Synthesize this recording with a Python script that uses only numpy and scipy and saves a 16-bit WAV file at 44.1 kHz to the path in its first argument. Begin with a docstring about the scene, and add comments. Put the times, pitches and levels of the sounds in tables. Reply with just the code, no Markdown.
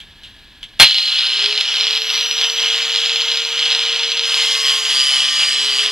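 """Faint switch rattles, then a hand grinder jolts into life and runs up to speed in a workshop.
Loose gear teeth chatter and knock in their housing, the armature whines, cooling air hisses.
The disc bites into a steel plate in a vice: grit rubs, the plate sings, the motor slows.
The start overloads a small, close microphone until its automatic gain has come down."""
import sys
import numpy as np
from scipy import signal
from scipy.fft import rfft, irfft
from scipy.io import wavfile

SR = 44100
rng = np.random.default_rng(int(sys.argv[2]) if len(sys.argv) > 2 else 0)


def wrap_up_sound(samples):
    """Save the sound to the file named by the first command line argument, as 16-bit audio."""
    columns = np.atleast_2d(samples).T
    # keep every value between -1 and 1, then stretch to whole-number steps
    tamed = np.clip(columns, -1, 1)
    steps = np.round(tamed * 32767).astype(np.int16)
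    wavfile.write(sys.argv[1], SR, steps)


N = 260631
TIME_S = np.arange(N) / SR
START_S, IDLE_HZ, DISC_PER_ARMATURE = .7985, 461.6, 15 / 49

# Run-up stages: missing_speed_hz, time_constant_s
RUN_UP_STAGES = [(169.9, .2544), (86.85, .6986)]
# Braking by the cut: time_s, lost_speed_hz
SPEED_SAG = [(4.2, 0), (4.5, 6), (4.7, 15.3), (4.85, 23), (5.1, 29), (5.43, 31.5), (5.6, 35), (5.91, 39)]
def armature_speed():
    """Speed climbs in a quick and a slow stage, then sags under the cut."""
    since_s = np.maximum(TIME_S - START_S, 0)
    missing_hz = sum(gap_hz * np.exp(-since_s / lag_s) for gap_hz, lag_s in RUN_UP_STAGES)
    sag_hz = curve(SPEED_SAG)
    return IDLE_HZ - missing_hz - sag_hz, sag_hz


# Gear housing modes: pitch_hz, width_hz, level_db
HOUSING_MODES = [(780, 120, 11), (1410, 49, 3), (2937, 37, 0), (3135, 670, 3), (3146, 120, 0.5),
                 (3414, 22, -10), (4100, 60, -3), (4170, 23, -2.5), (5079, 20, -2), (5090, 72, -8.5)]
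def housing(blows, spectrum, ring_db):
    """The gear housing rings briefly after each blow."""
    return colour(blows + from_db(ring_db) * ringing(blows, HOUSING_MODES), spectrum)


# Tooth knock spectrum: frequency_hz, level_db
KNOCK_SPECTRUM = [(200, -70), (900, -40), (2200, -15), (3100, -2), (4100, -3), (4600, -7), (5150, -2),
                  (5350, -21), (9000, -38), (15000, -62)]
TORQUE_PULSE_HZ, KNOCK_RING_DB = 120, 5
def tooth_knocks(push_db):
    """Torque pulses twice per mains cycle and knocks the teeth together, among stray blows."""
    pulse_s = np.arange(.002, N / SR - .01, 1 / TORQUE_PULSE_HZ)
    late_s, size_db = (rng.standard_normal((len(pulse_s), 2)) * [.0012, 4.5]).T
    blows = .5 * random_blows(per_s=150, spread_db=4.7, push_db=push_db)
    blows[((pulse_s + np.abs(late_s)) * SR).astype(int)] = from_db(np.minimum(size_db, 8))
    return unit_rms(housing(blows, KNOCK_SPECTRUM, KNOCK_RING_DB))


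# Tool level as the hand moves it: time_s, level_db
TOOL_LEVEL = [(0.87, -12), (0.9, -17), (1.37, -18), (1.44, -15.5), (1.49, -20), (1.61, -19.5),
              (1.64, -22.5), (1.71, -18.5), (1.98, -20), (1.99, -26), (2.13, -18.5), (2.3, -23),
              (2.45, -18.5), (2.53, -24), (2.62, -18), (3.48, -22.5), (3.69, -18.5), (4.21, -23),
              (4.42, -17.5), (4.62, -21.5), (4.69, -17), (4.81, -21.5), (4.91, -16), (5.04, -21),
              (5.15, -16), (5.33, -20.5), (5.45, -14), (5.46, -20), (5.87, -16.5), (5.91, -21)]
# Tooth chatter spectrum: frequency_hz, level_db
CHATTER_SPECTRUM = [(1000, -43), (1700, -15.5), (2170, -16), (3050, 2.5), (3800, -7.5), (4500, -12.5),
                    (5150, -9.5), (5300, -36), (6030, -15.5), (8840, -38), (10800, -16.5), (15000, -61)]
def gears(disc_turns, speed_decades, sag_hz):
    """Loose teeth chatter; knocks grow with speed and soften as the cut takes up the play."""
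    torque_db = 3.5 * np.sin(2 * np.pi * TORQUE_PULSE_HZ * TIME_S)
    runout_db = 2.5 * np.sin(2 * np.pi * disc_turns)
    push_db = torque_db + runout_db
    blows = random_blows(per_s=5000, spread_db=.94, push_db=push_db + 2 * drift(28))
    chatter = unit_rms(housing(blows, CHATTER_SPECTRUM, ring_db=16))
    knocks = from_db(-1 + 22 * speed_decades - .3 * sag_hz) * tooth_knocks(push_db)
    return from_db(curve(TOOL_LEVEL)) * unit_rms(chatter + knocks)


# Hard tooth blows: start_s, level_db
HARD_BLOWS = [(0.9447, -2), (0.9831, -5), (1.0844, -5), (1.2081, -4), (1.2679, -1), (1.3922, -3),
              (1.4246, -3), (1.4421, -2), (1.46, -1), (1.5767, 0), (1.7683, -4), (1.7997, -5), (1.8092, -2),
              (1.8416, -2), (1.908, -3), (1.9514, -3), (1.9748, -2), (2.0192, -4), (2.1011, -6),
              (2.1914, -7), (2.2098, 0), (2.4133, 0), (2.4413, -2), (2.4996, -3), (2.6019, -3), (3.002, -3),
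              (3.0594, 0), (3.1592, -1), (3.3158, -2), (3.3572, -6), (3.3727, -2), (3.4505, -3),
              (3.5927, -1), (3.6575, -2), (3.7493, 1), (3.8616, -3), (4.0332, -1), (4.1185, -1),
              (4.1753, -2), (4.4218, -2)]
def clacks():
    """Single hard blows on the housing, each with a quick, weaker rebound."""
    start_s, level_db = np.transpose(HARD_BLOWS)
    rebound_s = start_s + rng.uniform(.0006, .0016, len(start_s))
    blows = np.zeros(N)
    blows[(start_s * SR).astype(int)] = from_db(level_db)
    blows[(rebound_s * SR).astype(int)] = from_db(level_db - 6)
    peak = np.abs(housing(signal.unit_impulse(N), KNOCK_SPECTRUM, KNOCK_RING_DB)).max()
    return housing(blows, KNOCK_SPECTRUM, KNOCK_RING_DB) / (1.45 * peak)  # blow and rebound add up


# Unbalance, slots, pinion, commutator, third slot harmonic, hum overtone: cycles_per_turn
ARMATURE_ORDERS = (1, 13, 15, 26, 39, 4)
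# Radiation curve for each order: pitch_hz, level_db
WHINE_RADIATION = [
    [(311, -59), (385, -59.5), (405, -46), (418, -36), (425, -42), (431, -56.5), (439, -42.5), (461, -40)],
    [(4040, -45), (4950, -50), (5150, -31), (5400, -34), (5590, -41), (5615, -31), (5760, -36), (5830, -29),
     (5922, -30), (5930, -38), (5990, -34)],
    [(4700, -52), (5500, -63), (6100, -48), (6500, -43), (6750, -52), (6880, -39.5), (6915, -54)],
    [(8000, -62), (9400, -52), (10050, -45), (10500, -52), (11100, -47), (11400, -51), (11700, -45),
     (11900, -51), (12000, -58)],
    [(11300, -75), (13100, -62), (15400, -58), (15700, -90)],
    [(1300, -65), (1550, -42), (1700, -57), (1800, -51), (1845, -60)],
]
def armature_whine(turns, speed_hz, speed_decades, sag_hz):
    """Tones locked to the armature swell and fade as their pitch moves."""
    levels_db = [np.interp(order * speed_hz, *np.transpose(radiation))
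                 for order, radiation in zip(ARMATURE_ORDERS, WHINE_RADIATION)]
    levels_db[1] -= .7 * sag_hz  # slot whine sinks under load
    whine = shaft_tones(turns, ARMATURE_ORDERS, levels_db, waver_db=1.46)
    hum_db = [idle_db + 200 * speed_decades for idle_db in (-52, -54)]
    hum = shaft_tones(turns, (2, 3), hum_db, waver_db=4.2)
    return fade_in(START_S, rise_s=.1) * (whine + hum)


# Jolt spectrum: frequency_hz, level_db
JOLT_SPECTRUM = [(30, -74), (70, -21), (100, 4), (250, -31), (600, -4), (1500, -5), (2200, 4.5),
                 (4000, -23), (12000, -28.5)]
def start_jolt():
    """The tool jerks in the hand as torque sets in; the low part dies sooner."""
    noise = unit_rms(coloured_noise(JOLT_SPECTRUM))
    low = butterworth(noise, 2, 2600, "low")
    return from_db(-17) * (decay(START_S, t60_s=.15) * low + decay(START_S, t60_s=.36) * (noise - low))


def guard_ring(fade_db=17, fade_s=.75):
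    """The disc guard sings during the run-up, then fades to a lower level."""
    since_s = np.maximum(TIME_S - START_S, 0)
    ring = unit_rms(ringing(rng.standard_normal(N), [(4150, 90, 0)]))
    return from_db(-18 - fade_db * (1 - np.exp(-(since_s / fade_s) ** 2))) * ring


# Disc pressure, as grinding level in 7-11 kHz: time_s, level_db
CUT_LEVEL = [(4.2, -40.5), (4.4, -33.5), (4.646, -32.5), (4.676, -28.5), (4.842, -34.5), (4.938, -30.5),
             (5.338, -33), (5.532, -31.5), (5.566, -33.5), (5.856, -33.5), (5.886, -40), (5.91, -35)]
# Grit on steel: frequency_hz, level_db
GRIT_SPECTRUM = [(150, -71), (500, -66), (1500, -3), (3000, 11.5), (5000, -10.5), (7000, -1.5),
                 (10000, -23.5), (12000, -17), (15500, -43)]
# Plate and disc modes: pitch_hz, width_hz, level_db
PLATE_MODES = [(1830, 170, -10), (2985, 335, -3), (4070, 200, -12), (4770, 146, -2), (5220, 260, -9.5),
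               (5830, 150, -11.5), (6580, 49, -6), (7200, 250, -20.5), (8050, 150, -12), (9800, 210, -15.5),
               (12100, 200, -45), (11500, 350, -48)]
def grinding(disc_turns, wear_s=.25, nominal_disc_hz=135, grains=320, throb_db=8):
    """The same grit passes the steel on every turn and wears slowly, so the noise nearly repeats."""
    kept = np.exp(-1 / (wear_s * nominal_disc_hz))
    new_grit = rng.standard_normal((int(disc_turns[-1]) + 2, grains))
    grit = signal.lfilter([np.sqrt(1 - kept ** 2)], [1, -kept], new_grit, axis=0).ravel()
    rub = grit[(disc_turns * grains).astype(int)] + .35 * rng.standard_normal(N)
    uneven_rim = np.sin(2 * np.pi * disc_turns) + .99 * np.sin(4 * np.pi * disc_turns + .78)
    rub *= from_db(throb_db * uneven_rim)
    sound = colour(rub, GRIT_SPECTRUM) + from_db(21) * ringing(rub, PLATE_MODES)
    return from_db(curve(CUT_LEVEL)) * unit_band_rms(sound, 7000, 11000)


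# Disc orders that the plate favours: cycles_per_turn
RIM_ORDERS = (2, 8, 9, 15, 23, 31, 36, 38, 41, 44, 61)
# Level of each order: steady_db, swell_at_s, swell_db, swell_width_s
RIM_SWELLS = [(-64, 5.5, 11, .5), (-47, 4.72, 12, .17), (-44, 5.2, 4, .3), (-41, 4.55, 7, .2),
              (-33, 5.2, 9, .4), (-42, 5.6, 15, .2), (-35, 5.2, 6, .5), (-36, 4.7, 10, .12),
              (-42, 5.35, 8, .25), (-43, 5.2, 8, .3), (-50, 5.45, 13, .25)]
def plate_song(disc_turns):
    """Ridges on the rim make the plate sing; each order swells once."""
    levels_db = [steady_db + swell_db * np.exp(-((TIME_S - at_s) / width_s) ** 2)
                 for steady_db, at_s, swell_db, width_s in RIM_SWELLS]
    return shaft_tones(disc_turns, RIM_ORDERS, levels_db, waver_db=1.5)


# Cooling air spectrum: frequency_hz, level_db
AIR_SPECTRUM = [(59, -78), (100, -38), (367, -29.5), (434, -26.5), (502, -23.5), (1920, -13), (3050, -7),
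                (9860, -30), (12400, -31), (14100, -39), (15000, -107)]
def cooling_air(speed_decades):
    """The rush of air grows with speed and follows the tool's movement in the hand."""
    tool_db = curve(TOOL_LEVEL)
    level_db = -35 + 79 * speed_decades + tool_db - np.median(tool_db)
    return from_db(level_db) * unit_band_rms(coloured_noise(AIR_SPECTRUM), 600, 1800)


# Fingers on the switch: start_s, level_db, t60_s
SWITCH_TOUCHES = [(.002, -48, 0.14), (0.235, -48, 0.22), (.630, -40, 0.036), (0.638, -47.5, 0.1),
                  (0.793, -33, 0.047)]
def switch():
    """Short dying rattles of the plastic slider."""
    plastic = [(800, -39), (2500, -9.5), (3300, 3.5), (5000, -22), (10000, -31), (13000, -36)]
    envelope = sum(from_db(db) * decay(start_s, t60_s) for start_s, db, t60_s in SWITCH_TOUCHES)
    return envelope * unit_rms(coloured_noise(plastic))


def room(sound, t60_s=.15, gap_s=.004):
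    """Reflections arrive after a short gap as a dying noise tail."""
    t = np.arange(int(.5 * SR)) / SR
    tail = rng.standard_normal(len(t)) * from_db(-60 * t / t60_s) * (t > gap_s)
    return signal.fftconvolve(sound, tail / np.linalg.norm(tail))[:N]


# Workshop background: frequency_hz, level_db
SHOP_SPECTRUM = [(15, -15), (25, -0.5), (140, -17), (173, -18), (246, -19), (537, -29.5), (970, -26),
                 (1200, -30.5), (1710, -28.5), (2360, -24), (3530, -14.5), (6550, -39), (10600, -41),
                 (11500, -43.5), (15500, -44)]
# Distant whines: pitch_hz, width_hz, level_db
DISTANT_WHINES = [(1675, 83, 13), (3540, 350, 4.5), (11900, 30, 15)]
def workshop():
    """Distant machines and rumble; a little rumble differs between the microphone ports."""
    noise = rng.standard_normal(N)
    machines = unit_rms(colour(noise + ringing(noise, DISTANT_WHINES), SHOP_SPECTRUM, size=16384))
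    rumble_spectrum = SHOP_SPECTRUM[:6] + [(2000, -60)]
    port_rumble = np.array([unit_rms(coloured_noise(rumble_spectrum)) for _ in range(2)])
    return (machines + from_db(-22) * port_rumble) * from_db(-60 + drift(23))


def from_db(db):
    return 10 ** (np.asarray(db) / 20)


def unit_rms(x):
    return x / np.sqrt(np.mean(x ** 2) + 1e-20)


def butterworth(x, order, edge_hz, kind):
    return signal.sosfilt(signal.butter(order, edge_hz, kind, fs=SR, output="sos"), x)


def unit_band_rms(x, low_hz, high_hz):
    return x / np.std(butterworth(x, 4, [low_hz, high_hz], "band"))


def curve(rows):
    """Rows of time_s, value, interpolated to every sample."""
    return np.interp(TIME_S, *np.transpose(rows))


def fade_in(start_s, rise_s):
    return np.clip((TIME_S - start_s) / rise_s, 0, 1)


def decay(start_s, t60_s):
    return (TIME_S >= start_s) * from_db(-60 * np.maximum(TIME_S - start_s, 0) / t60_s)


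def drift(rate_hz):
    """Slow random wander, rms about 1."""
    pole = np.exp(-2 * np.pi * rate_hz / SR)
    return unit_rms(signal.lfilter([1], [1, -2 * pole, pole * pole], rng.standard_normal(N + SR)))[SR:]


def colour(x, spectrum, size=4096):
    """Minimum-phase filter from rows of frequency_hz, level_db."""
    hz, db = np.transpose(spectrum)
    grid_hz = np.maximum(np.arange(size // 2 + 1) * SR / size, 1)
    gain = from_db(np.interp(np.log(grid_hz), np.log(hz), db))
    cepstrum = irfft(np.log(gain))
    cepstrum[1:size // 2] *= 2
    cepstrum[size // 2 + 1:] = 0
    return signal.fftconvolve(x, irfft(np.exp(rfft(cepstrum))))[:N]


def coloured_noise(spectrum):
    return colour(rng.standard_normal(N), spectrum)


def ringing(x, modes):
    """Parallel resonances from rows of pitch_hz, width_hz, level_db; signs alternate."""
    out = 0
    for k, (pitch_hz, width_hz, level_db) in enumerate(modes):
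        r = np.exp(-np.pi * width_hz / SR)
        feedforward = [(1 - r * r) / 2, 0, (r * r - 1) / 2]
        feedback = [1, -2 * r * np.cos(2 * np.pi * pitch_hz / SR), r * r]
        out += (-1) ** k * from_db(level_db) * signal.lfilter(feedforward, feedback, x)
    return out


def shaft_tones(turns, orders, levels_db, waver_db):
    """Sines locked to a shaft, each wavering in level."""
    return sum(np.sqrt(2) * from_db(db + waver_db * drift(12)) * np.sin(2 * np.pi * order * turns)
               for order, db in zip(orders, levels_db))


def random_blows(per_s, spread_db, push_db):
    """Impulses of uneven size; a push makes them harder."""
    sizes = from_db(spread_db * np.minimum(rng.exponential(1, N), 3.5) + push_db)
    return sizes * rng.choice([-1, 1], N) * (rng.random(N) < per_s / SR)


def dull_when_slow(x, speed_hz, split_hz=8030, flat_at_speed_hz=590):
    """Slow teeth and slow air make little treble."""
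    treble_db = 73 * np.log10(speed_hz / flat_at_speed_hz)
    return butterworth(x, 4, split_hz, "low") + from_db(treble_db) * butterworth(x, 4, split_hz, "high")


def scene():
    """Grinder and cut in the workshop, at two microphone ports."""
    speed_hz, sag_hz = armature_speed()
    speed_decades = np.log10(speed_hz / IDLE_HZ)
    turns = np.cumsum(speed_hz) / SR
    disc_turns = turns * DISC_PER_ARMATURE
    contact = fade_in(CUT_LEVEL[0][0], rise_s=.086)
    running = cooling_air(speed_decades) + gears(disc_turns, speed_decades, sag_hz)
    tool = (TIME_S > START_S) * (dull_when_slow(running, speed_hz) + start_jolt() + guard_ring())
    tool += clacks() + contact * grinding(disc_turns) + switch()
    tones = armature_whine(turns, speed_hz, speed_decades, sag_hz) + contact * plate_song(disc_turns)
    ports = tool + from_db(-7) * room(tool) + tones + workshop()
    ports[0, 1:] = ports[0, :-1].copy()  # left port is one sample farther away
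    return ports + from_db(-95) * rng.standard_normal((2, N))


def record(dry, boost_db=16, target_db=-19, delay_s=.033, smooth_s=.023, recovery_db_per_s=3):
    """Automatic gain lifts quiet sound and reacts late, so the start clips; the top treble is cut."""
    power = signal.lfilter([.005], [1, -.995], np.mean(dry ** 2, axis=0))
    level_db = 10 * np.log10(power + 1e-12)
    recovery_db = recovery_db_per_s * TIME_S
    held_db = np.maximum.accumulate(level_db + recovery_db) - recovery_db
    duck_db = np.clip(target_db - held_db, 0, boost_db) - boost_db
    late_db = np.concatenate([np.zeros(int(delay_s * SR)), duck_db])[:N]
    pole = np.exp(-1 / (smooth_s * SR))
    gain = from_db(boost_db + signal.lfilter([1 - pole], [1, -pole], late_db))
    clipped = np.clip(dry * gain, -.95, .95)
    coupled = butterworth(clipped, 2, 30, "high")  # coupling capacitor
    return signal.sosfilt(signal.cheby2(12, 70, 15800, fs=SR, output="sos"), coupled)


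dry = scene()
out = record(dry)
wrap_up_sound(out)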